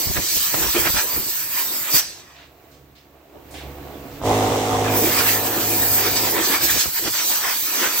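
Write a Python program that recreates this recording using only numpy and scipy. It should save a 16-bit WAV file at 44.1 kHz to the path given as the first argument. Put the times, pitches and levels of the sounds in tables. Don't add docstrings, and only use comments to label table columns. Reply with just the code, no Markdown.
import sys
import numpy as np
from scipy import signal
from scipy.fft import rfft, irfft, next_fast_len
from scipy.io import wavfile
from scipy.ndimage import uniform_filter1d, map_coordinates

SR = 44100
rng = np.random.default_rng(int(sys.argv[2]) if len(sys.argv) > 2 else 0)


def boost(x):
    u = np.asarray(x, float) / 20
    return 10 ** u


def store_wav(level_fs):
    pcm = np.round(np.clip(np.atleast_2d(level_fs), -1, 1) * 32767)
    wavfile.write(sys.argv[1], SR, pcm.T.astype(np.int16))


N = 352800
T = np.arange(N) / SR


def unit(x):
    return x / np.sqrt(np.mean(x ** 2) + 1e-20)


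def along(points, hz):
    f, v = np.transpose(points)
    return np.interp(np.log(hz + 1), np.log(f + 1), v)


def levels(*tables):
    each = []
    for table in tables:
        s, *columns = np.transpose(table)
        each.append([np.interp(T, s, c, -120, -120) for c in columns])
    return np.max(each, axis=0)


def wobble(rate):
    knots = rng.standard_normal(int(N * rate / SR) + 4)
    return map_coordinates(knots, [T * rate])


def filtered(x, response):
    m = next_fast_len(N + 8192)
    return irfft(rfft(x, m) * response(np.fft.rfftfreq(m, 1 / SR)), m)[..., :N]


def colour(points, peaks=()):
    def gain(f):
        lift_db = sum(db / (1 + (2 * (f - c) / w) ** 2) for c, w, db in peaks)
        return boost(along(points, f) + lift_db)
    return gain


def rush(gain, alike, patchy_db, lead=0., streak_db=0.):
    z = signal.stft(rng.standard_normal((2, N)), nperseg=512)[2]

    def smooth(bins, frames):
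        field = uniform_filter1d(rng.standard_normal(z.shape[1:]), bins, axis=0)
        return unit(uniform_filter1d(field, frames, axis=1))

    def turn(hz):
        return np.arccos(np.clip(along(alike, hz), -1, 1)) / 2

    def shift(hz):
        return np.exp(1j * np.pi * hz * lead / SR * np.array([[1], [-1]]))

    field_db = patchy_db * smooth(6, 10) + streak_db * smooth(2, 16)
    pair = signal.istft(z * boost(field_db), nperseg=512)[1][:, :N]
    mid, side = filtered(pair, lambda hz: gain(hz) * [np.cos(turn(hz)), np.sin(turn(hz))])
    return unit(filtered(np.array([mid + side, mid - side]), shift))


def drone(turns, orders, unsteady_db, blur):
    out = 0
    for k, db in orders:
        swell = boost(db + unsteady_db * wobble(6.5))
        phase = 2 * np.pi * (k * turns + rng.random()) + blur * k * wobble(25)
        out = out + swell * np.sin(phase)
    return out


def shop():
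    # time in seconds, hum, murmur and air leak in dB.
    hall_levels = [(2.05, -57, -54, -58), (2.14, -63, -56, -75), (2.71, -62, -51.5, -64.5),
                   (2.79, -59, -52.5, -67.5), (3.01, -62, -54.5, -68), (3.18, -60, -52.5, -66.5),
                   (3.28, -75, -49.5, -66), (3.37, -53, -44.5, -63), (3.43, -55, -48, -61.5),
                   (3.52, -47, -41, -57), (3.69, -40, -39.5, -53.5), (3.75, -43, -39, -53.5),
                   (3.96, -41.5, -36, -52), (4.03, -39, -37.5, -51.5), (4.2, -42, -36, -49.5),
                   (4.22, -32, -30.5, -52), (4.3, -40, -21, -54.5)]
    # multiple of the hum pitch, level in dB.
    hum_orders = [(1, -2.5), (2, -6), (3, -15), (4, -9.5), (5, -13), (6, -18.5), (7, -13.5), (8, -17.5),
                  (9, -19.5), (10, -21), (11, -27.5), (12, -24), (13, -21), (14, -23), (15, -25.5),
                  (16, -16.5)]
    # frequency in Hz, density in dB per Hz.
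    murmur_colour = [(18, -49), (30, -16.5), (54, -5), (134, -5), (228, -14), (285, -0.5), (538, -9.5),
                     (688, -5.5), (1880, -28.5), (4000, -24), (5200, -59), (8800, -120)]
    # frequency in Hz, density in dB per Hz.
    leak_colour = [(710, -31), (1200, -4.5), (2330, -6.5), (2740, -7.5), (3780, -19.5), (4120, -12),
                   (5220, -14.5), (8020, -16), (9830, -23.5), (13300, -11), (15600, -10)]
    # frequency in Hz, width in Hz, lift in dB.
    leak_peaks = [(13500, 500, 3), (14700, 400, 3), (15500, 300, 4)]
    hum_hz = 70
    s, *columns = np.transpose(hall_levels)
    duck_db = np.interp(T, [2.0, 2.06, 4.25, 4.45, 6.2, 6.9], [2.5, 10, 3, -7, -15, -24])
    hum_db, murmur_db, leak_db = [np.interp(T, s, c) + duck_db for c in columns]
    hum = boost(hum_db - 1.0) * drone(hum_hz * T, hum_orders, unsteady_db=3.5, blur=.03)
    throb = 1 + 0.21 * np.cos(2 * np.pi * hum_hz * T)
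    murmur_noise = rush(colour(murmur_colour), [(100, 0.98), (1000, 0.7), (3000, .1)], patchy_db=2.0)
    murmur = boost(murmur_db - 6.6) * throb * murmur_noise
    leak = boost(leak_db + 4) * rush(colour(leak_colour, leak_peaks), [(3000, .1)], patchy_db=.3)
    return hum + murmur + leak


def scuffs():
    # start in seconds, level in dB, length in seconds, centre in Hz.
    floor_scuffs = [
        (2.356, -48.5, 0.073, 2980),
        (2.71, -56.5, 0.04, 4940),
        (2.951, -52.5, 0.034, 3500),
        (3.345, -43, .015, 500),
        (3.506, -48, 0.066, 7000),
        (3.51, -56, 0.076, 12500),
        (3.538, -40.5, 0.076, 2820),
        (4.108, -52, .05, 4500),
    ]
    out = np.zeros((2, N))
    t = np.arange(SR // 2) / SR
    for s, db, length, hz in floor_scuffs:
        shape = (1 - np.exp(-t / 0.0026)) * boost(-60 * np.maximum(t - length, 0) / 0.38)
        grit = rng.standard_normal((2, len(t))) + 0.64 * rng.standard_normal(len(t))
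        b, a = signal.butter(2, [hz * 0.57, min(hz * 1.4, 20000)], "band", fs=SR)
        out[:, round(s * SR):][:, :len(t)] += boost(db) * shape * unit(signal.lfilter(b, a, grit))
    return out


def compressor():
    # time in seconds, tone in dB, throb in dB.
    running_levels = [(4.2, -40, -44), (4.21, -26, -24), (4.25, -20.5, -20.5), (4.32, -27.5, -18),
                      (4.61, -31, -21), (4.92, -30, -21.5), (5.16, -38, -30.5), (5.21, -36.5, -36),
                      (5.58, -41, -26), (5.68, -37.5, -37.5), (5.81, -38, -34), (5.85, -38.5, -34.5),
                      (6.27, -42, -29), (6.55, -70, -35.5), (6.77, -58, -38), (6.82, -62, -47),
                      (6.87, -54, -36), (6.91, -69, -65), (6.97, -78, -54), (7.0, -65, -34)]
    # time in seconds, strokes a second.
    stroke_rate = [
        (4.215, 46),
        (4.245, 51.5),
        (4.26, 52.6),
    ]
    # multiple of the stroke rate, level in dB.
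    stroke_orders = [(1, -13), (2, 2), (3, -11), (4, -6), (5, 0), (6, -6.5), (7, -9.5), (8, -5.5), (9, 1),
                     (10, -14), (11, -6), (12, -8.5), (13, -8), (14, -0.5), (15, -11), (16, -18), (17, -8),
                     (18, -11), (19, -20.5), (20, -19)]
    # frequency in Hz, density in dB per Hz.
    throb_colour = [(24, -45), (40, -19), (98, -5.5), (160, -12.5), (472, 0.5), (671, -8.5), (738, 2),
                    (1330, -12), (1800, -22), (2340, -54), (3960, -120)]
    # frequency in Hz, density in dB per Hz.
    valve_colour = [(760, -34), (1300, -15), (1620, -7.5), (2080, -1.5), (2400, -6.5), (3420, -4.5),
                    (4530, -10.5), (5990, -7), (8100, -10), (9570, -18), (15600, -14)]
    # time in seconds, level in dB.
    valve_levels = [(4.215, -46.5), (4.26, -29.5), (4.35, -27.5), (4.6, -28.5), (4.9, -29.5), (5.2, -37),
                    (6.4, -48)]
    # delay in seconds, level in dB.
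    pop_echoes = [(.0058, -11), (.0095, -6), (.0142, -5.5), (.023, -9), (.031, -11)]
    start_s = 4.2155
    tone_db, throb_db = levels(running_levels)
    speed = np.interp(T, *np.transpose(stroke_rate)) * (T >= start_s)
    turns = np.cumsum(speed) / SR
    running = np.clip((T - start_s) / .12, 0, 1)

    strokes = np.diff(np.ceil(turns), prepend=0) * boost(1.6 * wobble(50))
    u = (np.arange(200) / SR - .0012) / 0.00046
    pop = (1 - 2 * u * u - 0.89 * u) * np.exp(-u * u)
    first_db = np.interp(T, [4.215, 4.28], [-18, -10])
    pop_db = np.where(T < 4.33, first_db, throb_db + 4)
    direct = boost(pop_db) * signal.fftconvolve(strokes, pop)[:N]
    dull = uniform_filter1d(direct, size=24)
    pops = direct + sum(boost(db) * np.roll(dull, round(s * SR)) for s, db in pop_echoes)

    tones = boost(tone_db + 1.5) * running * drone(turns, stroke_orders, unsteady_db=1.0, blur=0.065)
    beat = 1 + 0.28 * np.cos(2 * np.pi * turns) + 0.1 * np.cos(4 * np.pi * turns)
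    throb_noise = rush(colour(throb_colour), [(100, 1.0), (700, 0.62), (1500, 0.081)], patchy_db=3.0)
    throb = boost(throb_db - 4) * running * beat * throb_noise
    valve_beat = 1 + .15 * np.cos(4 * np.pi * turns)
    valve_noise = rush(colour(valve_colour), [(3000, .05)], patchy_db=.6)
    valves = boost(levels(valve_levels)[0]) * valve_beat * valve_noise
    return pops + tones + throb + valves


def gusts():
    # time in seconds, level in dB.
    gust_levels = [
        [(0.0, -52), (0.05, -51), (0.08, -33), (0.1, -32), (0.13, -53), (0.17, -28), (0.3, -53), (0.37, -38.5),
         (0.46, -59), (0.57, -40.5), (0.66, -33), (0.73, -48), (0.82, -33.5), (0.9, -31.5), (0.92, -46),
         (0.96, -28), (1.02, -58), (1.09, -44), (1.12, -59), (1.16, -36), (1.43, -75), (1.45, -57), (1.73, -61),
         (1.84, -47), (1.9, -75), (1.94, -37), (1.99, -37), (2.02, -63), (2.1, -60)],
        [(5.8, -45), (5.92, -37), (5.94, -45), (5.96, -58), (6.32, -49), (6.35, -44), (6.38, -48), (6.45, -54),
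         (6.49, -47), (6.57, -58), (6.6, -50), (6.64, -30), (6.68, -39.5), (6.77, -38), (6.83, -58),
         (6.87, -40), (6.89, -45), (6.92, -72), (6.97, -72), (7.06, -39), (7.11, -41), (7.16, -60),
         (7.35, -60.5), (7.38, -63), (7.47, -55), (7.55, -63), (7.7, -53), (7.72, -72), (7.79, -56), (8.0, -54)],
    ]
    # frequency in Hz, density in dB per Hz.
    gust_colour = [(20, -27), (60, -0.5), (120, -4), (400, -15), (1200, -17.5), (3000, -51)]
    lumps = boost(5.5 * np.array([wobble(70), wobble(70)]))
    eddies = lumps * rush(colour(gust_colour), [(60, 0.092)], patchy_db=2.0)
    return boost(levels(*gust_levels)[0] + 5.0) * unit(eddies)


def slaps():
    # start in seconds, peak in dB, 20 dB decay in seconds, top frequency in Hz.
    edge_slaps = [(0.167, -8, 0.01, 900), (0.184, -18, 0.012, 900), (0.542, -6, 0.014, 900),
                  (0.75, -11, 0.012, 900), (0.855, -10, 0.012, 900), (0.952, -16, 0.012, 900),
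                  (0.974, -21, 0.01, 900), (1.942, -10.5, 0.0095, 900), (6.534, -13, 0.012, 900),
                  (6.857, -15, 0.012, 900), (7.076, -14, 0.011, 890), (7.141, -28, 0.01, 900)]
    out = np.zeros((2, N))
    t = np.arange(SR // 10) / SR
    for s, db, t60, top_hz in edge_slaps:
        air = rng.standard_normal((2, len(t))) + 0.32 * rng.standard_normal(len(t))
        puff = air * boost(-20 * t / abs(t60))
        b, a = signal.butter(1, [120 / SR * 2, np.clip(top_hz, 300, 9000) / SR * 2], "band")
        puff = signal.lfilter(b, a, puff)
        out[:, round(s * SR):][:, :len(t)] += boost(db - 3.0) * puff / np.max(abs(puff))
    return out


def jet():
    # time in seconds, nozzle hiss, splash, edge roar and hollow housing in dB.
    bursts = [
        [(0.0, -26, -30.5, -40, -34.5), (0.14, -28, -28.5, -39.5, -48), (0.174, -27, -28.5, -22.5, -21.5),
         (0.206, -28, -28, -39.5, -35), (0.272, -27, -23.5, -38, -48), (0.342, -23.5, -24.5, -41.5, -43),
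         (0.51, -26, -27, -34, -53), (0.538, -24.5, -27.5, -31.5, -31), (0.658, -23, -25.5, -27.5, -31.5),
         (0.724, -25, -26, -35.5, -55), (0.762, -24.5, -27, -22.5, -21.5), (0.81, -22, -28, -32, -37),
         (0.876, -26, -26.5, -19, -30.5), (0.908, -22, -25, -39, -48), (0.996, -25, -22.5, -20, -43),
         (1.05, -24, -36, -38, -36)],
        [(1.05, -27, -32, -34.5, -42), (1.128, -25, -32, -32.5, -37), (1.148, -24, -29, -34, -48),
         (1.174, -24, -34, -36, -31), (1.226, -28, -33.5, -40, -41), (1.308, -24, -30, -38, -41),
         (1.328, -25.5, -31.5, -37.5, -52), (1.492, -29, -36.5, -38.5, -45), (1.582, -24.5, -29.5, -31, -49),
         (1.66, -26.5, -32.5, -34.5, -45), (1.712, -28, -33.5, -40, -40.5), (1.828, -26, -36.5, -36, -39.5),
         (1.842, -26, -34, -33, -46), (1.9, -28, -34, -32, -42)],
        [(1.9, -24, -33, -35, -39), (1.924, -26, -26, -37, -39), (1.956, -16, -19, -27, -35),
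         (1.988, -21, -20, -29, -40), (2.0, -25, -17.5, -26.5, -47), (2.014, -33, -27, -35, -45),
         (2.058, -51, -32.5, -43.5, -51), (2.17, -69, -43, -48, -60), (2.244, -84, -49.5, -49, -59),
         (2.42, -70, -63, -52, -65), (2.5, -85, -69, -68, -62)],
        [(4.84, -43, -39, -29.5, -36), (4.894, -42, -45, -30.5, -30), (4.914, -31, -38, -38, -26),
         (4.94, -27, -34, -29, -25), (4.976, -22, -30.5, -31.5, -24), (5.082, -22.5, -31, -27, -28.5),
         (5.192, -22.5, -22.5, -20.5, -33.5), (5.252, -22, -29.5, -28.5, -32), (5.29, -20, -23.5, -22, -38),
         (5.318, -22, -24, -29.5, -32), (5.4, -25, -30.5, -30.5, -34.5), (5.6, -28, -32, -30.5, -28.5)],
        [(5.6, -26, -27, -28, -31), (5.676, -23, -30.5, -33.5, -33), (5.788, -21, -31, -31, -31),
         (5.952, -19, -29, -33.5, -39.5), (6.076, -26, -26.5, -25.5, -31), (6.15, -25, -30.5, -31.5, -44),
         (6.172, -26.5, -20.5, -27.5, -30), (6.202, -24, -27.5, -30, -29), (6.294, -25, -28, -26, -31),
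         (6.312, -22, -27.5, -33.5, -30), (6.374, -26, -33.5, -24, -27), (6.46, -24, -22, -28, -35),
         (6.51, -22, -28, -28, -26.5), (6.552, -24, -21.5, -22, -35), (6.6, -28, -27.5, -31.5, -38),
         (6.646, -18, -19.5, -30, -31), (6.7, -26, -24.5, -26, -37)],
        [(6.7, -19, -22.5, -28, -39), (6.768, -26.5, -23.5, -33.5, -31), (6.814, -24, -16, -31.5, -53),
         (6.852, -25, -23.5, -32.5, -38), (6.916, -29.5, -35, -44, -64), (6.988, -26, -28.5, -32, -55),
         (7.006, -28.5, -33.5, -42, -43), (7.082, -31, -26, -25, -28), (7.116, -26, -30.5, -47, -52),
         (7.14, -28, -26, -30.5, -53), (7.196, -29, -25, -27.5, -38.5), (7.286, -22.5, -26.5, -40, -41),
         (7.318, -22, -27.5, -30.5, -36.5), (7.398, -25.5, -27.5, -34, -48), (7.452, -27.5, -29, -24, -40),
         (7.622, -24.5, -29.5, -38.5, -45.5), (7.84, -28, -24.5, -24.5, -33.5), (7.952, -26, -28.5, -31, -36.5),
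         (8.0, -24, -26.5, -32.5, -38)],
    ]
    # frequency in Hz, density in dB per Hz.
    jet_colour = [(88, -38.5), (150, -7), (249, -5.5), (326, -4), (767, -9), (969, -6), (1110, -5),
                  (2370, -4.5), (2770, -5.5), (4860, -0.5), (8060, -3.5), (9600, -12), (13100, 0.5),
                  (15600, -5)]
    # frequency in Hz, width in Hz, lift in dB.
    housing = [(339, 40, 6.5), (958, 81, 5), (1737, 180, 4), (2403, 66, 4), (4730, 810, 2.5),
               (6030, 130, 6), (7810, 450, 3.5), (15000, 1000, 7)]
    # frequency in Hz, left-right likeness from 0 to 1.
    jet_alike = [(200, 0.97), (1000, 0.49), (3000, 0.29), (9000, 0.43), (15000, 0.38)]
    whole = colour(jet_colour, housing)

    def part(lo_hz, hi_hz, patchy_db, streak_db):
        def gain(f):
            return whole(f) / np.sqrt((1 + (lo_hz / (f + 1)) ** 8) * (1 + (f / hi_hz) ** 8))
        return rush(gain, jet_alike, patchy_db, lead=2.1, streak_db=streak_db)

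    hiss_db, splash_db, edge_db, hollow_db = levels(*bursts)
    flutter = wobble(30)
    hiss_gain = boost(hiss_db + 4.0 + 0.8 * flutter)
    splash_gain = boost(splash_db + 1.5 + .8 * flutter)
    edge_gain = boost(edge_db + 0.5 + 1.16 * flutter + 0.63 * wobble(60))
    hollow_gain = boost(hollow_db - 0.56 + 1.0 * flutter + 0.96 * wobble(45))
    hiss = hiss_gain * part(8350, 30000, patchy_db=2.2, streak_db=1.5)
    splash = splash_gain * part(2420, 10300, patchy_db=2.44, streak_db=2.0)
    edge = edge_gain * part(620, 2830, patchy_db=1.7, streak_db=2.5)
    hollow = hollow_gain * part(220, 724, patchy_db=1.5, streak_db=2.1)
    return hiss + splash + edge + hollow


def scene():
    hall = (shop() + scuffs()) * boost([[-.6], [.6]])
    return hall + compressor() + gusts() + slaps() + jet()


def roll_off(x):
    return signal.sosfilt(signal.butter(12, 17090, fs=SR, output="sos"), x)


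def record(dry):
    top_hz = 15840
    ports = dry * boost([[-.9], [.9]])
    return roll_off(filtered(ports, lambda hz: hz < top_hz))


dry = scene()
out = record(dry)
store_wav(out)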